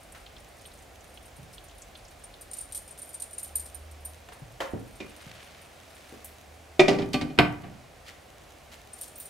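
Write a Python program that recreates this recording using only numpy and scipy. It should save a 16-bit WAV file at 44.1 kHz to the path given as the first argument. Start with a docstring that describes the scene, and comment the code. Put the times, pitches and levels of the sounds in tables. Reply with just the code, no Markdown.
"""A small tiled kitchen, microphone close to the stove, over a steady low noise and a faint simmer.
A cook pats chicken pieces in an enamelled iron pan; the sauce squelches as the spoon lifts, and
the links of her chain bracelets tick and ring. She lays the spoon aside and fetches a glass lid.
It strikes the pan, rocks, slides and drops into its seat, each contact ringing glass, rim and iron."""
import sys
import numpy as np
from scipy import signal
from scipy.fft import rfft, irfft, next_fast_len
from scipy.io import wavfile
from scipy.ndimage import uniform_filter1d

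SR = 44100
rng = np.random.default_rng(int(sys.argv[2]) if len(sys.argv) > 2 else 0)


def master_out(mix):
    """Clip the mix to full scale and print it as 16-bit PCM to the path in sys.argv[1]."""
    frames = np.transpose(np.atleast_2d(mix))
    ceiling = np.clip(frames, -1, 1)
    pcm = np.round(ceiling * 32767).astype(np.int16)
    wavfile.write(sys.argv[1], SR, pcm)


N = 409688


def amp(db):
    """Decibels to gain."""
    return 10 ** (np.asarray(db) / 20)


def unit(x):
    """Scales to an rms of 1."""
    return x / np.sqrt(np.mean(x ** 2) + 1e-20)


def read(points, hz):
    """Reads a curve on a log-frequency axis."""
    f, value = np.transpose(points)
    return np.interp(np.log(hz + 1), np.log(f), value)


def add(mix, s, sound):
    """Mixes a sound in at s seconds."""
    part = mix[:, max(round(s * SR), 0):][:, :sound.shape[-1]]
    part += sound[..., :part.shape[1]]


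def noise(colour, size):
    """Two partly alike channels of noise at an rms of 1; colour gives dB for each Hz."""
    # Each row: frequency in Hz, correlation between left and right.
    likeness = [(60, 0.98), (130, 0.88), (260, 0.62), (700, 0.43), (2500, 0.62), (10000, 0.87)]
    hz = np.fft.rfftfreq(size, 1 / SR)
    mid, side = rfft(rng.standard_normal((2, size)))
    alike = np.clip(read(likeness, hz), 0, 1)
    mid, side = mid * np.sqrt(1 + alike), side * np.sqrt(1 - alike)
    return unit(irfft(np.array([mid + side, mid - side]) * amp(colour(hz)), size))


def bed(colour):
    """Coloured noise as long as the scene."""
    return noise(colour, next_fast_len(N))[:, :N]


def hump(centre_hz, octaves):
    """The colour of one resonance with straight skirts."""
    return lambda hz: -12 * (np.hypot(1, np.log2((hz + 1) / centre_hz) / octaves) - 1)


def grain(depth_db, smooth_samples, size):
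    """A gain that flickers at random."""
    flicker = unit(uniform_filter1d(rng.standard_normal(size), smooth_samples))
    return unit(amp(depth_db * flicker))


def decay(t, t60):
    """A gain that falls 60 dB in t60 seconds."""
    return np.exp(-np.log(1000) * t / t60)


def fade(x, t60s, stretch=1):
    """Lets each band die at its own speed."""
    hz, t, bands = signal.stft(x, SR, nperseg=256)
    bands = bands * decay(t, stretch * read(t60s, hz)[:, None])
    return signal.istft(bands, SR, nperseg=256)[1][:, :x.shape[1]]


def ring(hz, db, t60, t):
    """A sum of dying modes, alternating in sign."""
    sign = (-1) ** np.arange(len(hz))
    return (sign * amp(db)) @ (np.sin(2 * np.pi * np.outer(hz, t)) * decay(t, t60[:, None]))


def spells(rows, rest_db, ramp_s):
    """A gain that rises from rest, holds through each spell and falls back."""
    t = np.arange(N) / SR
    lifts_db = [(db - rest_db) * np.clip(1 + np.minimum(t - start, end - t) / ramp_s, 0, 1)
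                for start, end, db in rows]
    return amp(rest_db + np.max(lifts_db, axis=0))


def taps(rows, rise_s, snap_db=-20, snap_s=0.0013):
    """Short, damped blows, each noise in one resonance, opened by a brief snap."""
    out, t = np.zeros((2, N)), np.arange(2 ** 14) / SR
    for s, db, centre_hz, octaves, t60 in rows:
        envelope = np.minimum(t / rise_s, 1) * decay(t, t60) + amp(snap_db) * np.exp(-t / snap_s)
        add(out, s, amp(db) * envelope * noise(hump(centre_hz, octaves), len(t)))
    return out


def room(x, gap_s=.003, build_s=0.027):
    """Reflections off the tiles build into a short, diffuse tail."""
    # Each row: frequency in Hz, the kitchen's t60 in seconds.
    room_t60 = [(100, 0.55), (400, 0.43), (1500, 0.45), (4000, 0.26), (12000, 0.34)]
    onset = np.clip((np.arange(SR) / SR - gap_s) / build_s, 0, 1)
    tail = fade(noise(np.zeros_like, SR) * onset, room_t60)
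    return signal.fftconvolve(x, tail / np.linalg.norm(tail[0]), axes=1)[:, :N]


def room_tone(level_db=-52.5):
    """The steady low noise of the kitchen."""
    # Each row: frequency in Hz, relative noise density in dB.
    colour = [(22, -36), (55, -6), (105, -2.5), (170, -8.5), (460, -7.5), (580, -4), (760, -4), (880, -11),
              (1600, -14), (2300, -14), (4000, -21), (8000, -28.5), (16000, -42)]
    return amp(level_db) * bed(lambda hz: read(colour, hz))


def rumble(centre_hz=50):
    """A deep rumble comes and goes."""
    # Each row: start and end of a swell in seconds, level in dB.
    swells = [(0, 2.75, -57.5), (3.6, 5.1, -59.5), (8, 8.8, -62.5)]
    return spells(swells, rest_db=-68, ramp_s=0.27) * bed(hump(centre_hz, octaves=0.38))


def hum(centre_hz=77):
    """A low, wavering hum swells twice."""
    # Each row: start and end of a swell in seconds, level in dB.
    swells = [(3.58, 4.08, -48), (6.2, 6.85, -56.5)]
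    band = signal.hilbert(bed(hump(centre_hz, octaves=.05))[0])
    evened = unit(band.real / np.sqrt(abs(band) ** 2 + 0.18))  # nearly steady in level
    return spells(swells, rest_db=-63.5, ramp_s=0.23) * evened


def simmer(hiss_db=-1, pop_db=-8, pops_per_s=60, pop_hz=4500):
    """The warming pan hisses and pops faintly; the level dips as the lid goes on."""
    # Each row: time in seconds, level of the simmer in dB.
    levels = [(0, -61.5), (6.8, -62), (7.5, -64.5), (9.29, -61)]
    # Each row: frequency in Hz, relative density of the hiss in dB.
    colour = [(1500, -6), (3000, -2.5), (6000, -1), (10000, -3), (15500, -9)]
    hiss = bed(lambda hz: read(colour, hz))
    pops = (rng.random(N) < pops_per_s / SR) * amp(7.7 * np.minimum(rng.exponential(1, N), 3))
    pop = noise(hump(pop_hz, octaves=1), size=256) * np.exp(-np.arange(256) / 40)
    crackle = unit(signal.oaconvolve(pops[None], pop, axes=1)[:, :N])
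    gain = amp(np.interp(np.arange(N) / SR, *np.transpose(levels)))
    return (amp(hiss_db) * hiss + amp(pop_db) * crackle) * gain


def rustles():
    """Cloth and pot holder rub in soft, grainy swells."""
    # Each row: peak time in seconds, level in dB, centre in Hz, width in octaves, half-length in seconds.
    brushes = [(5.36, -53, 2070, 0.96, 0.33), (6.054, -56.5, 1970, 1.3, 0.3),
               (8.087, -44, 2050, 1.02, 0.024), (8.733, -46, 1760, 1.35, 0.018),
               (9.026, -50, 5600, 1.4, 0.039)]
    out, t = np.zeros((2, N)), np.arange(2 ** 16) / SR
    middle = t.mean()
    for s, db, centre_hz, octaves, half_s in brushes:
        swell = np.exp(-((t - middle) / half_s) ** 2)
        roughness = grain(depth_db=4, smooth_samples=150, size=len(t))
        add(out, s - middle, amp(db) * roughness * swell * noise(hump(centre_hz, octaves), len(t)))
    return out


def knocks(middling_hz=300, middling_octaves=0.72, widest_octaves=1.26):
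    """Things bump on counter and stove; heavier ones sound lower and narrower."""
    # Each row: start in seconds, level in dB, centre in Hz, t60 in seconds.
    bumps = [(.148, -46, 1290, .19), (1.385, -47.5, 151, 0.49), (4.287, -41.5, 800, 0.059),
             (4.321, -44, 900, 0.11), (4.416, -37, 130, 0.096), (4.604, -27.5, 680, 0.18),
             (4.735, -29.5, 270, .2), (4.737, -36, 119, 0.21), (5.004, -39, 271, 0.24),
             (5.267, -37.5, 131, 0.047), (6.125, -44.5, 300, 0.17)]
    blows = [(s, db, hz, min(middling_octaves * (hz / middling_hz) ** 0.63, widest_octaves), t60)
             for s, db, hz, t60 in bumps]
    return taps(blows, rise_s=0.00078)


def spoon():
    """The spoon clacks onto its rest and settles, ringing briefly each time."""
    # Each row: a mode's frequency in Hz, relative level in dB, t60 in seconds.
    modes = [(524, -1, 0.29), (549, -2.5, 0.33), (700, 1, 0.088), (970, -24, 0.14), (1280, -7, 0.18),
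             (1776, -7, 0.1), (2620, -13, .09), (3060, 2, 0.037)]
    # Each row: start in seconds, level in dB.
    blows = [(4.604, -34.5), (4.655, -47)]
    out, t = np.zeros((2, N)), np.arange(2 ** 14) / SR
    for s, db in blows:
        add(out, s, amp(db) * ring(*np.transpose(modes), t))
    return out


def sauce(start_s=.1, end_s=2.3, tick_db=-55, tick_hz=4560, octaves=0.28, t60=0.06):
    """Sticky sauce parts at each lift of the spoon, with small wet ticks at random in between."""
    # Each row: start in seconds, level in dB, centre in Hz.
    squelches = [(.122, -47, 9350), (.264, -46, 3340), (.365, -47, 3320), (.654, -47, 3330),
                 (1.174, -46, 2930), (1.581, -47, 3500), (1.82, -44, 6960), (1.953, -44, 3420),
                 (2.341, -47, 3400)]
    ticks = [(start_s + (end_s - start_s) * when,
              tick_db + 3.5 * (2 * size - 1),
              tick_hz * 2 ** (0.72 * (2 * pitch - 1))) for when, size, pitch in rng.random((18, 3))]
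    blows = [(s, db, hz, octaves, t60) for s, db, hz in list(squelches) + ticks]
    return taps(blows, rise_s=0.0011, snap_db=-1.5)


def clink(upper_db, tick_db, rise_s, links=4, spread=0.0092, lag_s=.003):
    """A few nearly equal bracelet links ring in quick succession over one grainy tick."""
    # Each row: a link mode's frequency in Hz, relative level in dB, t60 in seconds.
    modes = [(9000, 0, .075), (10610, -17, .055), (11350, -14, .055), (11880, -12, .06), (15000, -20, .04)]
    # Each row: frequency in Hz, relative density of the tick in dB.
    tick_colour = [(2000, -16), (4000, -2), (6500, -2.5), (9000, 8.5), (12000, -2.5), (15500, -15)]
    hz, db, t60 = np.transpose(modes)
    ringing, t = np.zeros((2, 2 ** 12)), np.arange(2 ** 12) / SR
    for k in range(links):
        detune, luck = rng.standard_normal((2, len(hz)))
        tone = ring(hz * (1 + spread * detune), db + (upper_db + 2 * luck) * (hz > hz[0]), t60, t)
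        channel_db = -3 * k + 4.4 * rng.standard_normal((2, 1))
        add(ringing, k * lag_s, amp(channel_db) * tone)
    roughness = grain(depth_db=3, smooth_samples=60, size=len(t))
    tick = noise(lambda f: read(tick_colour, f), len(t)) * roughness * np.exp(-t / 0.021)
    return (ringing / abs(ringing).max() + amp(tick_db) * tick) * np.minimum(t / rise_s, 1)


def bracelets(jingle_db=-4, touches_per_s=14, voices=6):
    """The chains clink clearly when the wrist jerks, and jingle lightly at random in between."""
    # Dry ticks of the finest chain.
    # Each row: start in seconds, level in dB, centre in Hz, width in octaves, t60 in seconds.
    chain_ticks = [(6.245, -39.5, 10400, .4, 0.12), (9.18, -42, 15000, .05, .22)]
    # Each row: start in seconds, level in dB, kind of touch.
    clear_clinks = [(.656, -40.5, "bright"), (2.238, -37, "pure"), (2.5117, -30.5, "pure"),
                    (2.533, -29, "chatter"), (2.5682, -32.5, "chatter"), (2.583, -26.5, "pure"),
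                    (2.6068, -26.5, "pure"), (2.722, -30, "chatter"), (2.747, -25, "chatter"),
                    (2.768, -28, "chatter"), (2.9073, -33.5, "pure"), (3.016, -32.5, "pure"),
                    (3.14, -27, "pure"), (3.199, -31, "chatter"), (3.219, -23, "pure"),
                    (3.3294, -33, "pure"), (3.38, -24, "pure"), (3.428, -25, "bright"),
                    (3.554, -15, "bright"), (3.5945, -25.5, "pure"), (3.743, -26.5, "bright"),
                    (4.049, -26.5, "bright"), (8.931, -32, "pure"), (9.0098, -23.5, "bright"),
                    (9.2543, -34, "pure")]
    # Each kind of touch: gain of the upper modes in dB, of the tick in dB, rise in seconds.
    touches = {"pure": (-11, -17, 0.003), "bright": (2.52, -22, 0.004), "chatter": (-1, -11.5, .0013)}
    # Each row: start and end of a wrist movement in seconds, level in dB.
    wrist_moves = [(0, 2.5, -61.5), (2.3, 3.9, -49.5), (3.9, 6.2, -62), (9, 9.29, -47)]
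    out = taps(chain_ticks, rise_s=0.0018, snap_db=0)
    for s, db, touch in clear_clinks:
        add(out, s, amp(db) * clink(*touches[touch]))
    jingle = np.zeros((2, N))
    for _ in range(voices):
        hits = rng.random(N) < touches_per_s / voices / SR
        strength = amp(5 * np.minimum(rng.exponential(1, N), 2))
        voice = clink(upper_db=5, tick_db=-11.5, rise_s=0.003)
        jingle += signal.oaconvolve((hits * strength)[None], voice, axes=1)[:, :N]
    return out + amp(jingle_db) * unit(jingle) * spells(wrist_moves, rest_db=-74.5, ramp_s=.15)


def tilt(hz, db_per_octave):
    """A slope in dB about 1 kHz, flat below 150 Hz."""
    return db_per_octave * np.log2(np.maximum(hz, 150) / 1000)


def clatter(position, slope, stretch, size, level_db=-2):
    """Dense, quickly dying overtones of the glass lid and its steel rim."""
    # Each row: frequency in Hz, then relative density in dB on one edge, rocking, sliding and seated.
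    colours = [(49.6, -13, -24, -17, -19), (121, -27, -6, -4, -3.5), (320, 3, 1, -1, -4.5),
               (750, -7.5, -3.5, -4, -4.5), (1060, -7.5, -14, -15, -9.5), (1670, -13, -15.5, -12, -8),
               (2290, -3, -6.5, -4.5, -3), (3760, -11, -10.5, -4, -10.5), (5230, -19, -14, -10.5, -17),
               (5670, -19.5, -17, -14.5, -30), (8900, -35.5, -32, -26, -34.5), (15700, -63, -52, -42, -43)]
    # Each row: frequency in Hz, t60 in seconds before the stretch.
    t60s = [(80, 0.89), (400, 0.25), (1500, 0.24), (3000, 0.097), (6000, 0.13), (14000, 0.18)]
    colour = np.array(colours)[:, [0, position + 1]]
    overtones = noise(lambda hz: read(colour, hz) + tilt(hz, slope), size)
    return amp(level_db) * fade(overtones, t60s, stretch)


def lid(hard_db=-12.5, hard_rise_s=.0015, snap_db=-4, snap_rise_s=0.00055):
    """Each contact rings lid and pan; softer ones rise more slowly, sound duller and clatter longer."""
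    # Modes of the lid on the pan. Each row: frequency in Hz, t60 in seconds,
    # then relative level in dB on one edge, rocking, sliding and seated.
    modes = [(134.5, 0.33, -36.5, -35, -39, -29), (155.5, 0.37, -28.5, -29, -38, -32),
             (193, 0.41, -49, -24.5, -41, -39), (250, 0.27, -28.5, -19, -22.5, -26),
             (297, 0.34, -55, -22, -30, -19), (372.7, 0.17, -7, -31, -49, -20.5),
             (394.9, 0.35, -21.5, -12.5, -38, -30), (591.6, 0.16, -14.5, -19, -31.5, -24),
             (667, 0.16, -17, -22, -47, -24), (700, 0.25, -32, -40, -46, -19),
             (741, 0.14, -16, -23, -31.5, -22), (771.6, 0.2, -37, -33, -28, -20.5),
             (1006, 0.24, -33, -40, -56, -31), (1150, 0.17, -42, -43, -56, -19.5),
             (1167, 0.27, -53, -32.5, -33, -33), (1237, 0.077, -23.5, -39, -44, -35),
             (1533, 0.21, -51, -38, -41.5, -23.5), (1965, 0.2, -22, -26, -43, -28),
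             (2198, 0.11, -30, -50, -38, -29), (2385, 0.16, -18, -41, -46, -24),
             (2436, 0.14, -14.5, -29, -27, -31), (2580, 0.16, -34, -36, -36, -31),
             (2743, 0.065, -36, -35, -51, -38), (3060, 0.16, -50, -43, -29.5, -26),
             (3310, 0.23, -47, -52, -47, -37), (3310, 0.08, -31, -42, -51, -29),
             (3615, 0.044, -15, -28, -51, -30), (4320, 0.2, -37, -48, -35, -48)]
    # How the lid lies on the pan, in the order of those level columns.
    positions = ["edge", "rock", "slide", "seat"]
    # Each kind of contact: position, brightness in dB an octave, factor on the clatter's decay time.
    contacts = {"strike": ("edge", -1.1, 0.57), "graze": ("edge", 5.4, 0.62), "rock": ("rock", 0.53, .9),
                "scrape": ("slide", 7.2, 0.57), "slide": ("slide", .3, .5), "drop": ("seat", -.2, 0.7)}
    # The lid is picked up, strikes, rocks, slides and drops in.
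    # Each row: start in seconds, kind of contact, gain of the ring in dB, of the clatter in dB.
    blows = [(5.001, "graze", -29.5, -37.5), (6.794, "strike", -1, -10.5), (6.7995, "graze", -18.5, -17.5),
             (6.881, "rock", -1.5, -14.5), (6.928, "rock", -21.5, -27), (6.985, "rock", -19.5, -27),
             (7.018, "slide", -13, -32), (7.131, "scrape", -22, -27), (7.141, "slide", .5, -21.5),
             (7.211, "slide", -10.5, -25), (7.222, "slide", -11.5, -36), (7.298, "slide", -18.5, -40),
             (7.377, "drop", -22, -31), (7.3876, "drop", -1.5, -9.5), (7.634, "drop", -31.5, -38)]
    out, t = np.zeros((2, N)), np.arange(2 ** 15) / SR
    hz, t60, *mode_db = np.transpose(modes)
    for s, contact, ring_db, clatter_db in blows:
        lie, brightness, stretch = contacts[contact]
        position = positions.index(lie)
        softer_db = hard_db - clatter_db
        slope = brightness - 0.1424 * softer_db
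        rise_s = hard_rise_s * 2 ** (softer_db / 25)
        tone = ring(hz, ring_db + mode_db[position] + tilt(hz, slope), t60, t)
        crash = amp(clatter_db) * clatter(position, slope, stretch * 2 ** (softer_db / 26.5), len(t))
        add(out, s, (tone + crash) * np.minimum(t / rise_s, 1))
    # On the hardest drop the rim snaps into its seat.
    _, seat_s = max((ring_db, s) for s, contact, ring_db, _ in blows if contact == "drop")
    snap = amp(snap_db) * clatter(positions.index("seat"), slope=0, stretch=0.075, size=len(t))
    add(out, seat_s, snap * np.minimum(t / snap_rise_s, 1))
    return out


def scene(lid_room_db=-11, wrist_room_db=-12, counter_room_db=-7):
    """Lid and wrist are close to the microphone, fairly dry, a touch right; the counter is further off."""
    pan = lid() * amp([[-.7], [.7]])
    wrist = (bracelets() + sauce()) * amp([[-.4], [.4]])
    counter = knocks() + spoon() + rustles()
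    reflections = room(amp(lid_room_db) * pan + amp(wrist_room_db) * wrist
                       + amp(counter_room_db) * counter)
    background = (room_tone() + rumble() + hum() + simmer()) * amp([[-.45], [.45]])
    return pan + wrist + counter + reflections + background


def record(dry):
    """The loudest peaks are rounded off and the highest treble is cut."""
    rounded = dry / (1 + dry ** 6) ** (1 / 6)
    low_pass = signal.firwin(511, cutoff=15800, window=("kaiser", 9), fs=SR)
    return signal.oaconvolve(rounded, low_pass[None], "same")


dry = scene()
out = record(dry)
master_out(out)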